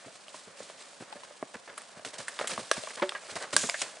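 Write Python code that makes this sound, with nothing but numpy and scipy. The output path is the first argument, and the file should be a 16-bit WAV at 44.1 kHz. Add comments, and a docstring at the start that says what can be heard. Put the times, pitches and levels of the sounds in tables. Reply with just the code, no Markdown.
"""A horse canters up a sandy forest track, jumps a wooden fence and lands close by.
Each hoof thuds into the ground, crunches grit and throws sand; some clack on stones.
A hoof raps the fence boards; after the landing a steel shoe cracks on a stone and gravel flies.
Leaves hiss, tree trunks echo the blows, and the microphone's casing clicks a few times."""
import sys
import numpy as np
from scipy import signal
from scipy.fft import rfft, irfft
from scipy.io import wavfile
from scipy.ndimage import uniform_filter1d

SR = 44100
rng = np.random.default_rng(int(sys.argv[2]) if len(sys.argv) > 2 else 0)


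def store_wav(level_fs):
    """Save 16-bit WAV to argv[1]."""
    pcm = np.round(np.clip(np.atleast_2d(level_fs), -1, 1) * 32767)
    wavfile.write(sys.argv[1], SR, pcm.T.astype(np.int16))


N = 176400  # 4 seconds


def undb(db):
    """Turn decibels into a number to multiply by."""
    return 10 ** (np.asarray(db) / 20)


def unit(x):
    """Scale a sound to an average (rms) strength of 1."""
    return x / np.sqrt(np.mean(x ** 2))


def blow(x, db):
    """Scale a hit so that its loudest 4 ms have the given level."""
    power = uniform_filter1d(x ** 2, 176, mode="constant")
    return x * undb(db) / np.sqrt(power.max())


def colour(x, points, size=2048):
    """Shape the tone along a curve of (pitch_hz, gain_db) points; white noise keeps its power."""
    hz, db = np.array(points, float).T
    freqs = np.maximum(np.fft.rfftfreq(size, 1 / SR), 1)
    gains = undb(np.interp(np.log(freqs), np.log(hz), db))
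    cepstrum = irfft(np.log(gains))
    cepstrum[1:size // 2] *= 2  # folded forward, so nothing sounds before a hit
    cepstrum[size // 2 + 1:] = 0
    response = irfft(np.exp(rfft(cepstrum)))
    return signal.fftconvolve(x, response / np.linalg.norm(response))[:len(x)]


def low_cut(x, hz, order=2):
    """Take away bass; small things give off little of it."""
    return signal.sosfilt(signal.butter(order, hz, "high", fs=SR, output="sos"), x)


def swell(t, rise_s, decay_s, power=1):
    """Rise in a straight line from t = 0, then fade; a power above 1 shortens the tail."""
    return np.clip(t / rise_s, 0, 1) * np.exp(-(np.maximum(t - rise_s, 0) / decay_s) ** power)


def ring(t, tones):
    """Add up fading tones (pitch_hz, gain_db, ring_s); each drops 60 dB in ring_s."""
    return sum(undb(db) * np.sin(2 * np.pi * hz * t) * np.exp(-np.log(1000) * t / ring_s)
               for hz, db, ring_s in tones)


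def add(out, start_s, x):
    """Mix a sound in at its start time."""
    i = int(start_s * SR)
    out[i:i + len(x)] += x[:len(out) - i]


def clumps(per_s=160, depth_db=3):
    """A wobbling gain: soil gives way in uneven lumps."""
    steps = np.arange(N) * per_s / SR
    return undb(depth_db * np.interp(steps, np.arange(N), rng.standard_normal(N)))


def grains(spread_db, per_s=8300):
    """Many tiny collisions in clumps; more spread makes a few stand out."""
    strength = undb(spread_db * np.minimum(rng.standard_exponential(N), 5))
    return unit(clumps() * strength * rng.choice([-1, 1], N) * (rng.random(N) < per_s / SR))


def ticks(per_s=60, level_db=-12):
    """Lone pebbles click among the sand."""
    return unit(rng.uniform(-1.1, 1, N) * (rng.random(N) < per_s / SR)) * undb(level_db)


# tone of coarse grit: pitch_hz, gain_db
GRIT_TONE = [(60, -28), (200, -14.5), (380, -9.5), (580, 0), (800, -6.5), (1200, -6), (1700, -5.5),
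             (2600, -14.5), (5000, -26), (11000, -50)]
# tone of fine sand: pitch_hz, gain_db
SAND_TONE = [(200, -53), (1000, -22), (2200, 0.5), (4300, 2.5), (6000, 0), (8500, 1), (10000, -3.5),
             (11500, -26)]
# hooves ploughing through the track: start_s, grit_db, sand_db, rise_s, decay_s
SCUFFS = [(-.01, -54.5, -59, 0.0088, 0.13), (0.054, -62, -54.5, 0.0062, 0.039),
          (0.152, -51, -48, 0.0028, 0.0094), (0.287, -61, -54.5, 0.0027, 0.083),
          (0.333, -53, -49.5, 0.016, 0.057), (0.467, -56, -63.5, 0.0052, 0.07),
          (0.548, -53, -50, 0.046, 0.13), (.68, -56.5, -58, 0.019, 0.12), (0.77, -55, -52.5, 0.031, 0.16),
          (0.998, -48.5, -57.5, 0.0056, 0.054), (1.07, -50.5, -67, 0.027, 0.047),
          (1.147, -53, -58.5, 0.0046, 0.094), (1.245, -53.5, -58, 0.0025, 0.045),
          (1.538, -41.5, -53, 0.005, 0.023), (1.674, -44.5, -69, 0.0025, 0.047),
          (1.772, -49.5, -50.5, 0.0026, 0.056), (1.902, -55.5, -64, 0.0025, 0.071),
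          (1.954, -46, -59, 0.021, 0.019), (2.047, -43.5, -40, 0.0015, 0.043),
          (2.13, -43, -45, 0.0098, 0.022), (2.18, -42.5, -41.5, 0.0033, 0.046),
          (2.273, -52.5, -49.5, 0.0031, 0.27), (2.39, -36.5, -45.5, 0.0067, 0.033),
          (2.408, -34.5, -44.5, 0.0048, 0.036), (2.488, -37, -36, 0.014, 0.042),
          (2.573, -43, -44.5, 0.021, 0.028), (2.717, -74, -41, 0.0025, 0.14),
          (2.765, -35, -49, 0.0027, 0.016), (2.893, -51, -49.5, 0.003, 0.052),
          (2.965, -38, -48, 0.011, 0.02), (3.145, -40.5, -54, 0.0027, 0.016),
          (3.28, -41.5, -43.5, 0.017, 0.037), (3.354, -34, -35.5, 0.0018, 0.024),
          (3.389, -37.5, -43, 0.038, 0.032), (3.526, -34, -31.5, 0.0044, 0.017),
          (3.628, -34, -53, 0.011, 0.012), (3.749, -60, -38.5, 0.061, 0.018),
          (3.816, -40.5, -40.5, 0.0017, 0.068)]


def hoof_scuffs(t):
    """Coarse grit crunches under each hoof while fine sand hisses away."""
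    grit_power, sand_power = 0, 0
    for start_s, grit_db, sand_db, rise_s, decay_s in SCUFFS:
        shape = swell(t - start_s, rise_s, decay_s, power=1.18)
        grit_power += (undb(grit_db) * shape) ** 2
        sand_power += (undb(sand_db) * shape) ** 2
    grit = grains(spread_db=2) * np.sqrt(grit_power)
    sand = (grains(spread_db=0) + ticks()) * np.sqrt(sand_power)
    return colour(grit, GRIT_TONE) + colour(sand, SAND_TONE)


# soil falling back behind the horse: time_s, level_db
TRICKLE_LEVELS = [(1.6, -58), (2.2, -58), (2.7, -49), (3.2, -52), (3.7, -51), (4, -55.5)]


def soil_trickle(t):
    """Kicked-up sand and grit patter down between the hoofbeats."""
    sand = colour(grains(spread_db=3), SAND_TONE)
    grit = colour(grains(spread_db=3), GRIT_TONE) * undb(-2)
    times_s, levels_db = np.array(TRICKLE_LEVELS).T
    return (sand + grit) * undb(np.interp(t, times_s, levels_db))


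# tone of the leaves: pitch_hz, gain_db
LEAF_TONE = [(15, -84), (25, -38), (59, -56), (94, -16), (187, -3.5), (381, -8.5), (573, 0.5), (840, -3),
             (1060, -2.5), (1470, -9), (1670, -7.5), (2450, -12), (8310, -15.5), (9680, -21), (11000, -35),
             (14300, -4), (22000, -120)]


def leaves():
    """Leaves give a soft, steady hiss."""
    return colour(rng.standard_normal(N), LEAF_TONE) * undb(-58.5)


# tone of packed earth: pitch_hz, gain_db
EARTH_TONE = [(25, -4), (65, -10), (115, 2.5), (180, 1.5), (300, -1), (500, -0.5), (900, -15),
              (3000, -59.5)]
# weight coming onto a hoof: start_s, level_db, decay_s, pitch_hz
THUDS = [(0.061, -47.5, 0.011, 259), (0.344, -54, 0.014, 270), (0.472, -49.5, 0.019, 233),
         (0.603, -52.5, 0.018, 237), (1.004, -40.5, 0.0028, 236), (1.021, -41, 0.004, 327),
         (1.156, -48, 0.011, 240), (1.425, -40, 0.0089, 283), (1.553, -41.5, 0.0046, 230),
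         (1.97, -48.5, 0.016, 172), (2.061, -44, 0.013, 274), (2.19, -46.5, 0.025, 202),
         (2.413, -54, 0.022, 286), (2.518, -41.5, 0.027, 222), (2.582, -39.5, 0.017, 167),
         (2.777, -37, 0.0053, 142), (3.32, -48, 0.035, 130), (3.357, -43, 0.01, 188),
         (3.537, -39.5, 0.046, 141), (3.638, -34, 0.017, 230), (3.821, -49, 0.024, 257)]


def hoof_thuds(t, rise_s=0.0027):
    """The ground takes the weight: one dull push and a short rumble of packed earth."""
    out = np.zeros(N)
    for start_s, level_db, decay_s, pitch_hz in THUDS:
        burst = rng.standard_normal(len(t)) * swell(t, rise_s, decay_s)
        earth = blow(colour(burst, EARTH_TONE), db=0)
        push = blow(np.sin(2 * np.pi * pitch_hz * t) * swell(t, rise_s, decay_s=0.0053), db=-2.5)
        add(out, start_s, blow(low_cut(earth, pitch_hz / 2) + push, level_db))
    return out


def trunk_echo(x, ring_s=0.47, top_hz=5400):
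    """Tree trunks send back many small, duller reflections that die away."""
    t = np.arange(SR) / SR
    tail = rng.standard_normal(SR) * swell(t, ring_s / 40, ring_s / np.log(1000))
    dulling = signal.butter(1, top_hz, fs=SR, output="sos")
    tail = signal.sosfilt(dulling, tail / np.linalg.norm(tail))
    return low_cut(signal.fftconvolve(x, tail)[:N], hz=520) * undb(-15)


def rough_knock(t, decay_s, tones, roughness=0.11):
    """One blow and a short crunch after it set the given tones ringing."""
    force = roughness * rng.standard_normal(len(t)) * np.exp(-t / decay_s)
    force[0] = 1
    return signal.fftconvolve(force, ring(t, tones))[:len(t)]


# tone of a sharp crack: pitch_hz, gain_db
CRACK_TONE = [(200, -16), (900, -5), (2000, 6.5), (4000, 1.5), (6000, -3.5), (8700, 7), (11000, 0)]


def crack(t, level_db, decay_s, pitch_hz):
    """A stone snaps and crumbles in a bright burst; eight pebbles ring around one pitch."""
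    burst = rng.standard_normal(len(t)) * np.exp(-t / decay_s)
    burst[0] += undb(7.5)  # the first snap
    pitches_hz = pitch_hz * np.exp(0.21 * rng.standard_normal(8))
    pebbles = ring(t, [(hz, 0, 0.01) for hz in pitches_hz])
    ringing = signal.fftconvolve(burst, pebbles)[:len(t)]
    mix = unit(colour(burst, CRACK_TONE)) + undb(2.5) * unit(colour(ringing, CRACK_TONE))
    return blow(mix, level_db)


# tones of the hollow hoof: pitch_hz, gain_db, ring_s
HOOF_TONES = [(634, -3, 0.028), (1110, -4.5, 0.0066), (1632, -21, 0.045)]
# hooves meeting stones: start_s, knock_db, knock_hz, ring_s, crack_db, crack_decay_s, crack_hz
CLACKS = [(0.082, -44.5, 634, .012, -71, 0.0024, 4000), (0.2826, -49, 737, 0.0087, -43.5, 0.00062, 4250),
          (0.344, -40.5, 1010, 0.02, -63, 0.0024, 4000), (0.604, -38, 550, 0.029, -68, 0.0019, 5000),
          (.699, -42.5, 750, 0.0042, -52, 0.0024, 3010), (1.156, -44, 584, 0.13, -57, 0.0076, 4000),
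          (1.309, -45.5, 610, 0.028, -65, 0.0017, 4000), (1.427, -29.5, 470, 0.01, -50.5, 0.0026, 1470),
          (1.778, -37, 1330, 0.0043, -37.5, 0.0054, 10500), (1.819, -54, 1400, 0.0042, -46, 0.0006, 10300),
          (1.995, -43.5, 570, 0.017, -51.5, 0.0014, 4060), (2.049, -40, 1380, 0.0027, -37.5, 0.0023, 4370),
          (2.282, -30.5, 1700, 0.0047, -34.5, 0.0065, 9940), (2.39, -36, 1090, 0.01, -31.5, 0.0028, 4500),
          (2.473, -81, 1500, 0.0052, -29, 0.0097, 8920), (2.516, -50, 1530, .005, -32, 0.0028, 4630),
          (2.578, -28.5, 1050, 0.0051, -43, 0.0024, 2500), (2.714, -17.5, 920, 0.0012, -20.5, 0.0026, 7070),
          (2.873, -35.5, 940, 0.0037, -48, 0.0083, 2620), (2.906, -48, 1700, 0.0071, -43, 0.0054, 3060),
          (3.0928, -52, 1190, .006, -28, 0.0023, 4970), (3.121, -35, 1180, 0.0019, -46, 0.0045, 3530),
          (3.151, -32.5, 1640, 0.0031, -61, 0.016, 2300), (3.69, -31, 1000, 0.0085, -32.5, 0.0065, 8040),
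          (3.697, -35.5, 690, 0.051, -22.5, 0.00072, 4800), (3.743, -28, 1800, 0.0053, -52, 0.0075, 2400),
          (3.817, -39, 1510, 0.0047, -24, 0.0056, 7650), (3.97, -46, 690, 0.026, -47, 0.0015, 4960)]


def hoof_clacks(t):
    """A gritty knock, higher on harder ground, rings the hoof; the stone adds a crack."""
    out = np.zeros(N)
    for start_s, knock_db, knock_hz, ring_s, crack_db, crack_decay_s, crack_hz in CLACKS:
        knock = rough_knock(t, crack_decay_s, [(knock_hz, 0, ring_s)] + HOOF_TONES)
        knock = blow(low_cut(knock, knock_hz / 1.44, order=3), knock_db)
        add(out, start_s, knock + crack(t, crack_db, crack_decay_s, crack_hz))
    return out


# small clicks right at the microphone: start_s, level_db, pitch_hz
CASING_CLICKS = [(1.126, -41.5, 837), (1.234, -46.5, 1050), (2.836, -39, 626), (2.997, -39.5, 1000)]


def casing_clicks(t, decay_s=0.0034, ring_s=0.034):
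    """The microphone's casing ticks and rings briefly."""
    out = np.zeros(N)
    for start_s, level_db, pitch_hz in CASING_CLICKS:
        knock = rough_knock(t, decay_s, [(pitch_hz, 0, ring_s)])
        tick = crack(t, level_db - 4, decay_s, pitch_hz=3900)
        add(out, start_s, blow(low_cut(knock, pitch_hz / 2), level_db) + tick)
    return out


# tones of the fence boards: pitch_hz, gain_db, ring_s
BOARD_TONES = [(371, -4, 0.15), (571, 3, 0.125), (620, -7, .06), (505, -9, 0.06), (824, 4, 0.016),
               (1270, -3, 0.03), (1740, 5, 0.02), (2160, 10, 0.024)]
# a hoof skipping over the top, duller each time: start_s, level_db, top_hz
FENCE_RAPS = [(3.0205, -31, 5000), (3.024, -24, 3520), (3.0293, -27.5, 755)]


def fence_raps(t):
    """A hoof scrapes and skips over boards that ring and rattle; each later rap sounds duller."""
    out = np.zeros(N)
    for start_s, level_db, top_hz in FENCE_RAPS:
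        tones = [(hz, db - 20 * np.log10(1 + (hz / top_hz) ** 2), ring_s)
                 for hz, db, ring_s in BOARD_TONES]
        boards = ring(t, tones)
        add(out, start_s, blow(boards, level_db))
    scrape = colour(rng.standard_normal(len(t)) * swell(t, rise_s=0.0051, decay_s=0.0082), GRIT_TONE)
    shaking = rng.standard_normal(len(t)) * np.exp(-t / 0.02)
    rattle = signal.fftconvolve(shaking, boards)[:len(t)]  # in the tones of the last, dullest rap
    add(out, FENCE_RAPS[0][0], blow(scrape, db=-24.5) + blow(rattle, db=-38))
    return low_cut(out, hz=174)


# tones of the steel shoe: pitch_hz, gain_db, ring_s
SHOE_TONES = [(613, -13.5, 0.069), (1160, -4, 0.028), (1625, 5, 0.023), (4760, -3, 0.034), (5005, 1, 0.026),
              (5750, 1, 0.016), (6830, -2, 0.015), (8800, 9, 0.011), (9600, -13, 0.016)]
# one strike and two skips: start_s, level_db
SHOE_HITS = [(3.5652, -14), (3.5685, -26.5), (3.58, -35)]


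def shoe_strike(t):
    """A steel shoe cracks on a stone, skips and rings briefly."""
    out = np.zeros(N)
    steel = low_cut(ring(t, SHOE_TONES), hz=700)
    for start_s, level_db in SHOE_HITS:
        stone = crack(t, level_db - 1.5, decay_s=0.001, pitch_hz=7880)
        add(out, start_s, blow(steel, level_db) + stone)
    return out


# tone of flying gravel: pitch_hz, gain_db
GRAVEL_TONE = [(300, -35), (600, -20), (2000, -1.5), (3500, 2.5), (4800, 0.5), (5800, 3), (7000, 8.5),
               (8800, 2.5), (11000, -6.5)]


def gravel_spray(t):
    """Gravel flies from under the shoe as it strikes."""
    stream = rng.standard_normal(N) * np.sqrt(clumps()) + ticks()
    shape = swell(t - SHOE_HITS[0][0], rise_s=0.0015, decay_s=0.099)
    return colour(stream * shape, GRAVEL_TONE) * undb(-29.5)


# how flying soil spreads to left and right: pitch_hz, gain_db
SOIL_SPREAD = [(400, 6.5), (1100, -21), (2200, -15), (4500, 7)]


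def scene():
    """Blows and soil come from ahead; leaves, casing clicks and the echo spread wider."""
    t = np.arange(N) / SR
    hit_t = t[:SR // 4]  # each hit gets a quarter of a second
    blows = hoof_thuds(hit_t) + hoof_clacks(hit_t) + fence_raps(hit_t) + shoe_strike(hit_t)
    soil, soil_side = (hoof_scuffs(t) + gravel_spray(t) + soil_trickle(t) for _ in range(2))
    echo, echo_side = trunk_echo(blows), trunk_echo(blows)
    middle = blows + soil + echo + leaves() + casing_clicks(hit_t)
    side = 0.29 * colour(soil_side, SOIL_SPREAD) + 0.3 * echo_side
    side += 0.8 * leaves() + 1.04 * casing_clicks(hit_t)
    side += 0.046 * signal.hilbert(middle).imag  # the two microphone openings are slightly out of step
    lean_right_db = 0.97
    left = (middle + side) * undb(-lean_right_db / 2)
    right = (middle - side) * undb(lean_right_db / 2)
    return np.array([left, right])


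def record(dry):
    """The camera rounds off the hardest crack and cuts the deep rumble and the highest treble."""
    ceiling, top_hz = 0.9, 11050
    rounded = ceiling * np.tanh(dry / ceiling)
    treble_cut = signal.ellip(10, .2, 70, top_hz, fs=SR, output="sos")
    return signal.sosfilt(treble_cut, low_cut(rounded, hz=67))


dry = scene()
out = record(dry)
store_wav(out)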